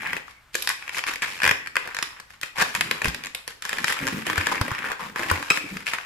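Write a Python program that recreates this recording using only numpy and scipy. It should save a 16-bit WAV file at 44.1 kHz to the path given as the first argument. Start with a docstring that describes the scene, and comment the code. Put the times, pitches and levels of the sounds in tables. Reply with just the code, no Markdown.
"""A small room, a microphone pair close to twisted latex balloons that are turned and adjusted by hand.
The taut skin sticks and slips: snaps, squeaky runs, short cheeps and fine crackle, built from decaying
sines and shaped noise bursts. Creeping skin sings thinly as narrow-band noise. Fingers drag with a hollow
groan and bump with low thuds. Decaying noise gives the short wall tail, steady low noise the room air."""
import sys
import numpy as np
from scipy import signal
from scipy.fft import rfft, irfft
from scipy.io import wavfile
from scipy.ndimage import uniform_filter1d

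SR = 44100
rng = np.random.default_rng(int(sys.argv[2]) if len(sys.argv) > 2 else 0)


def file_out(sig):
    """Save sig as 16-bit WAV at sys.argv[1]."""
    # one column per channel
    cols = np.atleast_2d(sig).T
    # limit, then scale
    lim = np.clip(cols, -1, 1)
    pcm = np.round(lim * 32767).astype(np.int16)
    wavfile.write(sys.argv[1], SR, pcm)


N = 267157
TIME = np.arange(N) / SR
SLIP_S, BLOW_S = .0136, .005  # length of one slip sound; its first part, over which its level is set


def undb(db):
    """Decibels to gain."""
    return 10 ** (np.asarray(db) / 20)


def unit(x):
    """Scale to rms 1."""
    return x / np.sqrt(np.mean(x ** 2))


def colour(x, points, size=2048):
    """Causal minimum-phase filter with the given (Hz, dB) response."""
    hz, db = np.transpose(points)
    grid = np.log(np.fft.rfftfreq(size, 1 / SR) + 1)
    log_gain = np.interp(grid, np.log(hz), db) * np.log(10) / 20
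    # folding the cepstrum onto positive time makes the response causal
    cepstrum = irfft(log_gain)[:size // 2]
    cepstrum[1:] *= 2
    response = irfft(np.exp(rfft(cepstrum, size)))[:min(size // 2, x.shape[-1])]
    response = response.reshape((1,) * (x.ndim - 1) + (-1,))
    return signal.fftconvolve(x, response, axes=-1)[..., :x.shape[-1]]


def lay(times, sounds, db):
    """Put short stereo sounds on the time line, each with its rms level set over the first BLOW_S."""
    size = sounds.shape[-1]
    out = np.zeros((2, N + size))
    blow_rms = np.sqrt(np.mean(sounds[..., :int(BLOW_S * SR)] ** 2, axis=(1, 2)))
    gains = undb(db) / blow_rms
    starts = np.clip(times * SR, 0, N - 1).astype(int)
    for start, sound, gain in zip(starts, sounds, gains):
        out[:, start:start + size] += gain * sound
    return out[:, :N]


def wander(span_s):
    """A smooth random drift of rms 1: noise averaged twice over span_s."""
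    size = int(span_s * SR) + 1
    smooth = uniform_filter1d(rng.standard_normal(N), size)
    return unit(uniform_filter1d(smooth, size))


def low_noise(points, spread):
    """Coloured noise, mostly alike on both sides; spread is the part that differs."""
    noise = rng.standard_normal((3, N))
    return unit(colour(noise[:1] + spread * noise[1:], points))


def gesture(start, length, attack_s, ease_db_per_s, release_s):
    """Envelope of one movement: an attack centred on start, a slowly easing hold, an exponential release."""
    t = TIME - start
    attack = np.clip(t / attack_s + .5, 0, 1)
    hold = undb(-ease_db_per_s * np.clip(t, 0, length))
    return attack * hold * np.exp(-np.maximum(t - length, 0) / release_s)


def bursts(count, decay_s, spread, rise_s=0.00013):
    """Short noisy ripples of the skin; spread is the part that differs between left and right."""
    t = np.arange(int(SLIP_S * SR)) / SR
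    noise = rng.standard_normal((count, 3, len(t)))
    envelope = np.exp(-t / decay_s) * (1 - np.exp(-t / rise_s))
    return (noise[:, :1] + spread * noise[:, 1:]) * envelope


def tear(sounds, stage=0.51, stage_s=.003):
    """Contact lets go in two stages: a second release of random strength 0.9 to 3.9 ms later."""
    chance = rng.uniform(0, 1, (len(sounds), 2, 1))
    f = np.fft.rfftfreq(sounds.shape[-1], 1 / SR)
    lag_s = stage_s * (0.2983 + chance[:, 1:])
    again = 2 * stage * chance[:, :1] * np.exp(-2j * np.pi * f * lag_s)
    return irfft(rfft(sounds) * (1 + again), sounds.shape[-1])


# The voice of the taut skin. Each row: frequency in Hz, gain in dB.
SKIN_COLOUR = [(400, -3.5), (720, 1.5), (1050, 8.5), (1280, 1.5), (1600, 3.5), (2150, -5.5), (2450, 2.5),
               (3100, -6.5), (4500, -23)]


def rings(hz, decay_s=0.00076, rise_s=0.00021, sag=0.32, sag_s=0.0011, ripple_db=-5,
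          ripple_s=0.0038, width_hz=1700, echo=0.73, echo_s=0.00247):
    """A released patch of latex swings a few cycles, sinking in pitch; ripples scatter round the balloon."""
    t = np.arange(int(SLIP_S * SR)) / SR
    chance = rng.standard_normal((len(hz), 2, 1))
    hz = hz[:, None, None]
    fade = decay_s * np.exp(0.14 * chance[:, :1])
    # the pitch starts 15 % above the nominal ring and sinks to 13 % below it
    stretch = t + sag * sag_s * (1 - np.exp(-t / sag_s))
    swing = np.sin(2 * np.pi * 0.87 * hz * stretch)
    swing *= (1 - np.exp(-t / rise_s)) * np.exp(-t / fade)
    swing *= np.sign(chance[:, 1:])  # pushes or pulls at random
    f = np.fft.rfftfreq(len(t), 1 / SR) + 1
    # the neighbouring balloons throw the swing back, a little differently to each side
    lag_s = echo_s * rng.uniform(0.425, 1, (len(hz), 2, 1))
    swing = irfft(rfft(swing) * (1 + echo * np.exp(-2j * np.pi * f * lag_s)), len(t))
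    resonance = 1 / (1 + 1j * (f ** 2 - hz ** 2) / (f * width_hz))
    ripples = irfft(rfft(bursts(len(hz), ripple_s, spread=0.86)) * resonance ** 2, len(t))
    return colour(unit(swing) + undb(ripple_db) * unit(ripples), SKIN_COLOUR)


# The bright crack at the contact, also heard in the hiss. Each row: frequency in Hz, gain in dB.
CRACK_COLOUR = [(1760, -13.5), (3000, -1.5), (4290, -5.5), (5230, -4), (6130, -9.5), (7590, -8.5),
                (8350, -15.5), (9070, -9), (10300, -11.5), (11500, -9), (15500, -33)]
# The knock of the enclosed air. Each row: frequency in Hz, gain in dB.
BODY_COLOUR = [(50, -11.5), (95, -5), (150, 2), (230, -3.5), (360, -1.5), (520, 3.5), (750, -6.5),
               (1200, -21.5)]
# Snaps that stand out, close to the pair. Each row: start in seconds, ring level in dB,
# nominal ring in Hz, crack in dB over the ring, body in dB over the ring.
SNAPS = [(0.1315, -21, 2040, -11.5, -11.5), (0.1664, -25, 1960, -13, -11), (.281, -39, 1250, -14, -16),
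         (0.5444, -30, 2400, -0.5, -15), (0.5524, -20.5, 1830, -2, -10.5), (0.6227, -29, 2550, 4, -29),
         (0.674, -19.5, 2020, -1, -40), (.6907, -23, 2000, 1.5, -53), (0.7003, -21.5, 2000, -13, -40),
         (0.8241, -33.5, 2070, -12, -30), (0.8784, -29.5, 2200, -13, -20), (0.893, -27, 2170, -7.5, -33),
         (0.9463, -27, 2120, -13, -23), (1.0387, -24, 1980, -8.5, -30), (1.137, -32.5, 2100, 0.5, -16),
         (1.158, -29.5, 2130, -4, -13), (1.402, -26.5, 1970, -13, -32), (1.419, -21, 1680, -9, -25),
         (1.661, -32, 2000, -13, -40), (1.672, -27, 2020, -9, -45), (1.7559, -21.5, 1830, -9, -27),
         (1.767, -13.5, 2030, -13.5, -16.5), (1.875, -30.5, 1800, -8.5, -8.5),
         (2.0263, -22.5, 1900, 0.5, -17.5), (2.1995, -37, 1860, -2, -10), (2.4134, -42, 1790, 7, -18),
         (2.4315, -23.5, 2000, -7, -15), (2.7503, -20, 2050, -4, -17), (2.8094, -15.5, 2000, -3.5, -17),
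         (2.9116, -17, 2090, -4, -9.5), (3.0177, -20, 1900, -13, -9.5), (3.0446, -20, 2260, -6.5, -8),
         (3.0561, -19, 1840, -10, -15), (3.0826, -28.5, 1830, 1.5, -24), (3.146, -27, 1880, -2.5, -14),
         (3.3485, -27.5, 2290, 1, -16), (3.4776, -31.5, 1910, 1.5, -5), (3.6225, -33, 1760, 1.5, -32),
         (3.652, -29.5, 1590, -1, -20), (3.693, -25, 1860, -2.5, -17), (3.7301, -23, 1880, -5.5, -8),
         (3.7847, -24.5, 1850, -8, -14.5), (3.843, -17, 1840, -6, -12.5), (3.881, -19.5, 2090, -7.5, -25),
         (3.924, -22, 2000, -6, -16), (4.267, -26.5, 2110, -2, -4.5), (4.331, -24.5, 1830, -10, -8),
         (4.3792, -18, 1700, -7.5, -10), (4.4113, -21, 2040, -14, -23), (4.4689, -17, 1690, -7.5, -11),
         (4.5791, -25.5, 2100, -22, -17), (4.6129, -19.5, 1300, -7, -7), (4.6805, -26.5, 2070, -15, -5),
         (4.7152, -24, 1340, -13, -10), (4.749, -29.5, 1970, -10, -17), (4.917, -26, 1590, -9.5, -9),
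         (5.1598, -23.5, 1770, -14.5, -8), (5.1939, -28, 1970, -9, -3), (5.2318, -24, 1880, -12, -10),
         (5.2994, -20.5, 2000, -7, -20), (5.313, -15, 1320, -26, -5.5), (5.5026, -17.5, 2270, -6, -14.5),
         (5.5079, -15.5, 2220, -19, -7.5), (5.573, -20.5, 2010, -11, -10.5), (5.7693, -28, 2000, -8.5, -17),
         (5.9349, -21.5, 1960, -5.5, -21), (5.9844, -26, 1910, -14, -31)]


def snaps(times, db, hz, crack_db, body_db, sharp=0.12, sharpen=0.14, lean_db=0.73):
    """Each slip gives a ring, a bright crack at the contact and a knock of the enclosed air."""
    crack = tear(bursts(len(times), decay_s=.001, spread=3.25))
    # the harder the crack, the further up its treble reaches
    edge = np.clip(sharp + sharpen * crack_db, -.8, .8).reshape(-1, 1, 1)
    crack = colour(crack - edge * np.roll(crack, 1, axis=-1), CRACK_COLOUR)
    body = colour(bursts(len(times), decay_s=0.0037, spread=3.5), BODY_COLOUR)
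    ring = rings(hz) * undb(lean_db * np.array([[1], [-1]]))  # leans to the left
    return lay(times, ring, db) + lay(times, crack, db + crack_db) + lay(times, body, db + body_db)


# Runs of slips, from slow creaks to quick squeaks. Each row: start in seconds, length in seconds,
# first rate in Hz, last rate in Hz, first ring level in dB, last ring level in dB, nominal ring in Hz,
# crack in dB over the ring, body in dB over the ring.
SQUEAKS = [(0.0513, 0.015, 148.8, 150.3, -31, -23, 1890, -32, -27),
           (0.702, 0.014, 247, 328, -30, -32, 1960, -7, -27),
           (.968, 0.028, 136.2, 127.8, -32.5, -22, 2000, -6.5, -37),
           (1.067, 0.031, 153.7, 168.2, -29, -30, 2180, -3, -34),
           (1.221, 0.031, 197.8, 171, -22.5, -33.5, 2040, -7, -18.5),
           (1.261, .13, 99.7, 87.6, -34.5, -38.5, 2200, -6, -18),
           (1.4327, 0.082, 117.6, 44, -16, -13, 1910, -9, -14),
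           (1.947, .045, 49.1, 48.9, -27.5, -24.5, 1900, -4.5, -18),
           (2.582, 0.044, 124.4, 420.4, -28.5, -17.5, 1780, -6.5, -12),
           (3.237, 0.033, 93.6, 93.3, -32.5, -33, 2130, -2.5, -17),
           (3.8957, 0.017, 198.5, 268.7, -24, -27.5, 1820, -11, -12),
           (4.069, 0.016, 130.5, 131.3, -24, -23.5, 1810, -3.5, -13),
           (4.516, .013, 281, 402, -25, -26.5, 1110, -10, -11),
           (4.842, .09, 66.1, 69.7, -29.5, -30, 1730, -13.5, -11),
           (4.995, 0.072, 169.4, 139, -34, -39.5, 1150, -12, -12),
           (5.8672, 0.02, 79.6, 140.7, -22.5, -27.5, 2300, -8, -31)]


def squeak(start, length, first_hz, last_hz, first_db, last_db, ring_hz, crack_db, body_db, detune=0.038):
    """A run of slips whose rate rises or falls with the speed of the hand."""
    t = np.arange(0, length, 1 / SR)
    rate = np.geomspace(first_hz, last_hz, len(t))
    cycles = np.floor(np.cumsum(rate) / SR)
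    times = t[np.diff(cycles, prepend=-1) > 0]  # one slip at each new cycle
    db = np.interp(times, [0, length], [first_db, last_db])
    hz = ring_hz * np.exp(detune * rng.standard_normal(len(times)))
    return snaps(start + times, db, hz, crack_db, body_db)


# Short shrill cheeps. Each row: start in seconds, level in dB, pitch in Hz.
CHEEPS = [(5.5019, -13.5, 1287), (5.508, -23, 1280), (5.5172, -20.5, 1307)]


def cheeps(swell_s=0.0017, overtones_db=(-1, 0, -12, -7, -17, -11)):
    """For a few cycles the slips lock into a shrill tone: a harmonic series that swells and dies."""
    times, db, hz = np.transpose(CHEEPS)
    t = np.arange(int(SLIP_S * SR)) / SR
    phase = 2 * np.pi * hz[:, None, None] * t
    tone = 0
    for harmonic, level_db in enumerate(overtones_db, start=1):
        offset = rng.uniform(0, np.pi, (len(hz), 2, 1))
        tone = tone + undb(level_db) * np.sin(harmonic * phase + offset)
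    return lay(times, tone * t * np.exp(-t / swell_s), db)


STROKE_ATTACK_S, STROKE_EASE_DB_PER_S, STROKE_RELEASE_S = 0.028, 6.5, 0.017


def slide(start, length):
    """Envelope of latex sliding on latex: it takes hold, eases off slowly and lets go."""
    return gesture(start, length, STROKE_ATTACK_S, STROKE_EASE_DB_PER_S, STROKE_RELEASE_S)


# Strokes of latex on latex. Each row: start in seconds, length in seconds, scrape strength in dB,
# hiss strength in dB, both before the mix in crackle().
STROKES = [(0, 0.18, -30.5, -42), (0.266, 0.048, -44.5, -47.5), (0.542, 0.11, -39.5, -32.5),
           (0.677, 0.043, -42, -34), (0.785, 0.2, -40, -49), (.935, 0.048, -32.5, -30),
           (1.071, 0.048, -25.5, -32), (1.223, 0.049, -28, -38), (1.287, 0.13, -42, -40.5),
           (1.427, 0.043, -30, -39), (1.761, 0.16, -35, -47), (1.982, 0.078, -36, -49),
           (2.094, 0.1, -43.5, -68), (2.289, 0.059, -48.5, -51), (2.421, 0.037, -34.5, -37.5),
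           (2.565, 0.067, -20, -29), (2.664, 0.09, -38, -41), (2.749, 0.018, -26, -31),
           (2.81, 0.23, -35.5, -43), (3.044, 0.041, -29.5, -33), (3.128, 0.12, -39.5, -59),
           (3.35, 0.03, -39, -50), (3.474, 0.03, -36, -39.5), (3.632, 0.2, -32, -37),
           (3.868, 0.06, -26.5, -26.5), (3.962, 0.26, -29, -39), (4.262, 0.047, -22, -30.5),
           (4.351, 0.22, -24.5, -36), (4.605, 0.32, -30, -43.5), (4.99, 0.098, -33.5, -44),
           (5.16, 0.13, -28, -36), (5.291, 0.084, -26, -35), (5.39, 0.092, -33.5, -38.5),
           (5.504, 0.072, -31, -30.5), (5.612, 0.21, -39.5, -43), (5.865, 0.031, -27, -30),
           (5.927, 0.017, -25, -34.5), (5.985, 0.088, -39.5, -48)]


def strokes():
    """Strength of the scrape and of the hiss over time, summed over all strokes."""
    return sum(undb([[scrape_db], [hiss_db]]) * slide(start, length)
               for start, length, scrape_db, hiss_db in STROKES)


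def shifting(x, depth_db=3.5, span_s=0.035):
    """As the contact travels, different resonances of the skin take turns: four lower bands drift in level."""
    out = 0
    for hz in (900, 1300, 1800, 2300):
        below = signal.sosfiltfilt(signal.butter(4, hz, fs=SR, output="sos"), x)
        out = out + below * undb(depth_db * wander(span_s))
        x = x - below
    return out + x


# The dull scrape of skin on skin. Each row: frequency in Hz, gain in dB.
SCRAPE_COLOUR = [(300, -17.5), (520, -11), (650, -16), (780, -6), (1050, 0), (1280, -2.5), (1650, 1),
                 (2350, -0.5), (3000, -8), (4500, -21), (9000, -36)]


def crackle(scrape_gain, hiss_gain, slips_per_s=450, scatter_db=3.5, grain_db=-5, tick_db=-5, hiss_db=-6,
            smooth_db=-8, slide_db=-12, bunch_db=1.5):
    """Tiny uneven slips while latex slides: each scrapes the skin and ticks, over a fine smooth friction."""
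    chance = rng.standard_normal((int(slips_per_s * N / SR), 2))
    times = np.cumsum(np.exp(.7 * chance[:, 0]))  # uneven gaps
    times *= N / SR / times[-1]
    db = scatter_db * np.minimum(chance[:, 1], 2)
    grains = unit(lay(times, bursts(len(times), decay_s=0.0013, spread=0.97), db))
    rubbed = grains + undb(slide_db) * rng.standard_normal((2, N))
    scrape = unit(shifting(colour(rubbed, SCRAPE_COLOUR)))
    ticks = unit(lay(times, bursts(len(times), decay_s=0.00063, spread=1.3), db))
    friction = undb(tick_db) * ticks + undb(smooth_db) * rng.standard_normal((2, N))
    hiss = unit(colour(friction, CRACK_COLOUR))
    # the grip catches and lets go, so the crackle swells and thins
    bunches = unit(undb(bunch_db * wander(0.0044)))
    return bunches * (undb(grain_db) * scrape_gain * scrape + undb(hiss_db) * hiss_gain * hiss)


STRAY_PER_S, STRAY_HZ = 30, 1954  # rate of the stray slips; their nominal ring
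STRAY_DB, STRAY_SCATTER_DB = -5.5, 4  # counted from the scrape strength


def strays(scrape_gain, crack_db=-8, body_db=-12, detune=0.069):
    """A sliding patch catches and gives a faint snap, as strong as the stroke allows."""
    count = int(STRAY_PER_S * N / SR)
    place = (np.arange(count) + rng.uniform(0, 1, count)) / count
    chance = rng.standard_normal((count, 2))
    strength = scrape_gain[(place * (N - 1)).astype(int)]
    db = 20 * np.log10(strength + 1e-9) + STRAY_DB + STRAY_SCATTER_DB * chance[:, 0]
    hz = STRAY_HZ * np.exp(detune * chance[:, 1])
    return snaps(place * N / SR, db, hz, crack_db, body_db)


SING_WIDTH_HZ = 300  # of each of two filter passes
# A patch of skin sings thinly while it creeps. Each row: start in seconds, length in seconds,
# level in dB, pitch in Hz.
SINGS = [(0, 0.15, -42, 2250), (0.267, 0.12, -58, 2200), (.7, 0.65, -50, 2300), (1.528, .13, -43, 1900),
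         (2.632, .06, -47, 2380), (5.536, 0.085, -38, 2480), (5.626, 0.093, -43, 2350),
         (5.87, 0.088, -54, 2400)]


def sing():
    """Friction keeps one narrow resonance of the stretched skin going: noise through a peak filter."""
    noise = rng.standard_normal((3, N))
    out = 0
    for start, length, db, hz in SINGS:
        b, a = signal.iirpeak(hz, hz / SING_WIDTH_HZ, fs=SR)
        tone = signal.lfilter(b, a, signal.lfilter(b, a, noise[0] + noise[1:]))
        out = out + unit(tone) * undb(db) * slide(start, length)
    return out


DRAG_ATTACK_S, DRAG_EASE_DB_PER_S, DRAG_RELEASE_S = 0.014, 6, 0.032
JUDDER_SAG_OCTAVES_PER_S = 0.55
# The rumble under the fingertips. Each row: frequency in Hz, gain in dB.
FINGER_COLOUR = [(25, -24), (70, -10.5), (170, -3), (300, -7.5), (500, -14.5), (900, -32)]
# Fingertips dragging over a balloon. Each row: start in seconds, length in seconds,
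# strength in dB before the groan and rumble mix, judder in Hz halfway through the drag.
DRAGS = [(0, 0.16, -42, 205), (1.238, 0.49, -50.5, 250), (2.583, 0.12, -46, 220), (2.771, 0.17, -40, 175),
         (3.032, 0.058, -36.5, 178), (3.138, .13, -45.5, 250), (3.717, .2, -45, 240),
         (4.006, .07, -32, 295), (4.128, 0.056, -30, 215), (4.266, .06, -33.5, 305),
         (4.371, .33, -37.5, 270), (4.786, 0.095, -43, 230), (5.018, 0.11, -43, 195),
         (5.19, 0.21, -38, 310), (5.61, 0.053, -42.5, 290), (5.714, .07, -38, 190)]


def drags(groan_db=-1, overtone_db=-10, rumble_db=-6, grip_db=-45, grip_range_db=3, waver=.12, flutter_db=2.5):
    """Fingertips drag over the balloons and judder with a sinking hollow groan when they grip."""
    bend = np.exp(waver * wander(0.00429))
    flutter = unit(undb(flutter_db * wander(0.0048)))
    rumble = undb(rumble_db) * low_noise(FINGER_COLOUR, spread=0.39)
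    out = np.zeros((2, N))
    for start, length, db, hz in DRAGS:
        grip = 1 / (1.5 + np.exp((grip_db - db) / grip_range_db))  # stronger drags groan more
        past_middle = np.clip(TIME - start - length / 2, -length, length)
        pitch = hz * 2 ** (-JUDDER_SAG_OCTAVES_PER_S * past_middle)
        phase = 2 * np.pi * np.cumsum(pitch * bend) / SR
        groan = undb(groan_db) * grip * unit(np.sin(phase) + undb(overtone_db) * np.sin(2 * phase))
        envelope = gesture(start, length, DRAG_ATTACK_S, DRAG_EASE_DB_PER_S, DRAG_RELEASE_S)
        out += (groan + rumble) * (flutter * undb(db) * envelope)
    return out


# Fingers bumping a balloon. Each row: start in seconds, strength in dB before rise and decay,
# pitch in Hz, decay in seconds.
BUMPS = [(.553, -33.5, 344, 0.0093), (1.094, -21.5, 336, 0.002), (1.451, -35.5, 91, 0.054),
         (3.052, -14, 164, 0.004), (3.073, -22, 56, 0.022), (3.082, -18, 159, 0.0061),
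         (3.814, -25.5, 230, 0.0048), (4.127, -22, 239.8, 0.0051), (4.144, -17.5, 208, 0.006),
         (4.182, -29, 150, 0.0092), (4.381, -18.5, 88, 0.017), (4.612, -10, 101, 0.006),
         (4.716, -18.5, 112, 0.0062), (5.316, -18.5, 86, 0.024), (5.64, -27.5, 297, .008),
         (5.726, -24, 230, 0.0044), (5.762, -26, 161, 0.004)]


def bumps(rise_s=0.0013):
    """A finger's bump sets the balloon swinging briefly: a low, quickly dying sine."""
    t = np.arange(SR // 5) / SR
    out = np.zeros((2, N))
    for start, db, hz, decay_s in BUMPS:
        envelope = (1 - np.exp(-t / rise_s)) * np.exp(-t / decay_s)
        thud = undb(db) * np.sin(2 * np.pi * hz * t) * envelope
        i = int(start * SR)
        out[:, i:i + len(t)] -= thud[:N - i]
    return out


ROOM_T60_LOW_S, ROOM_T60_HIGH_S, ROOM_DB = 0.41, 0.39, -6.5
# The sound of the walls. Each row: frequency in Hz, gain in dB.
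WALL_COLOUR = [(60, -24.5), (300, 3.5), (900, 1.5), (1900, -0.5), (3500, 0.5), (7000, -0.5), (14000, -2)]


def room(x, split_hz=4000, gap_s=0.0028, early_db=3, early_s=0.0033, move_hz=1.3):
    """Near surfaces answer first, then the walls; the treble dies sooner."""
    t = np.arange(SR * 3 // 4) / SR
    low_pass, high_pass = (signal.butter(2, split_hz, kind, fs=SR, output="sos") for kind in ("low", "high"))
    out = x
    # as the figure moves, the sound swings steadily between two sets of reflections
    for share in (np.cos(2 * np.pi * move_hz * TIME), np.sin(2 * np.pi * move_hz * TIME)):
        noise = rng.standard_normal((2, len(t)))
        low = signal.sosfilt(low_pass, noise) * np.exp(-np.log(1000) * t / ROOM_T60_LOW_S)
        high = signal.sosfilt(high_pass, noise) * np.exp(-np.log(1000) * t / ROOM_T60_HIGH_S)
        tail = low - high
        tail *= np.clip(t / gap_s - .5, 0, 1) * (1 + undb(early_db) * np.exp(-t / early_s))
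        tail = colour(unit(tail) / np.sqrt(len(t)), WALL_COLOUR)
        out = out + undb(ROOM_DB) * signal.fftconvolve(x * share, tail, axes=-1)[:, :N]
    return out


AIR_DB = -57
# The quiet air of the room. Each row: frequency in Hz, gain in dB.
AIR_COLOUR = [(25, -1.5), (65, 2), (130, -2), (400, -17.5), (1500, -5), (6000, -22), (15000, -29)]


def air():
    """Steady faint background: coloured noise, partly alike on both sides."""
    return undb(AIR_DB) * low_noise(AIR_COLOUR, spread=0.62)


def scene():
    """Snaps, squeaks, crackle and handling in a quiet room."""
    scrape_gain, hiss_gain = strokes()
    slips = snaps(*np.transpose(SNAPS)) + sum(squeak(*row) for row in SQUEAKS) + cheeps()
    rubbing = crackle(scrape_gain, hiss_gain) + strays(scrape_gain) + sing()
    fingers = drags() + bumps()
    return room(slips + rubbing + fingers) + air()


TOP_HZ = 15200
# The close microphone pair. 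Each row: frequency in Hz, left minus right in dB.
PORTS = [(60, -0.5), (250, -0.5), (500, -3.5), (1000, 2.5), (2200, 2), (3200, 2), (4800, -1.5), (8000, -9),
         (11500, 5), (16000, 1.5)]


def record(dry, bass_hz=210, side_db=1):
    """Two close ports hear the bass nearly alike and colour the treble differently; the top is cut."""
    mid, side = (dry[0] + dry[1]) / 2, (dry[0] - dry[1]) / 2
    bass_cut = signal.butter(1, bass_hz, "high", fs=SR, output="sos")
    side = undb(side_db) * signal.sosfilt(bass_cut, side)
    ports = [colour(mid + sign * side, [(hz, sign * db / 2) for hz, db in PORTS]) for sign in (1, -1)]
    top_cut = signal.ellip(8, .2, 80, TOP_HZ, fs=SR, output="sos")
    return signal.sosfilt(top_cut, np.clip(ports, -1, 1))


dry = scene()
out = record(dry)
file_out(out)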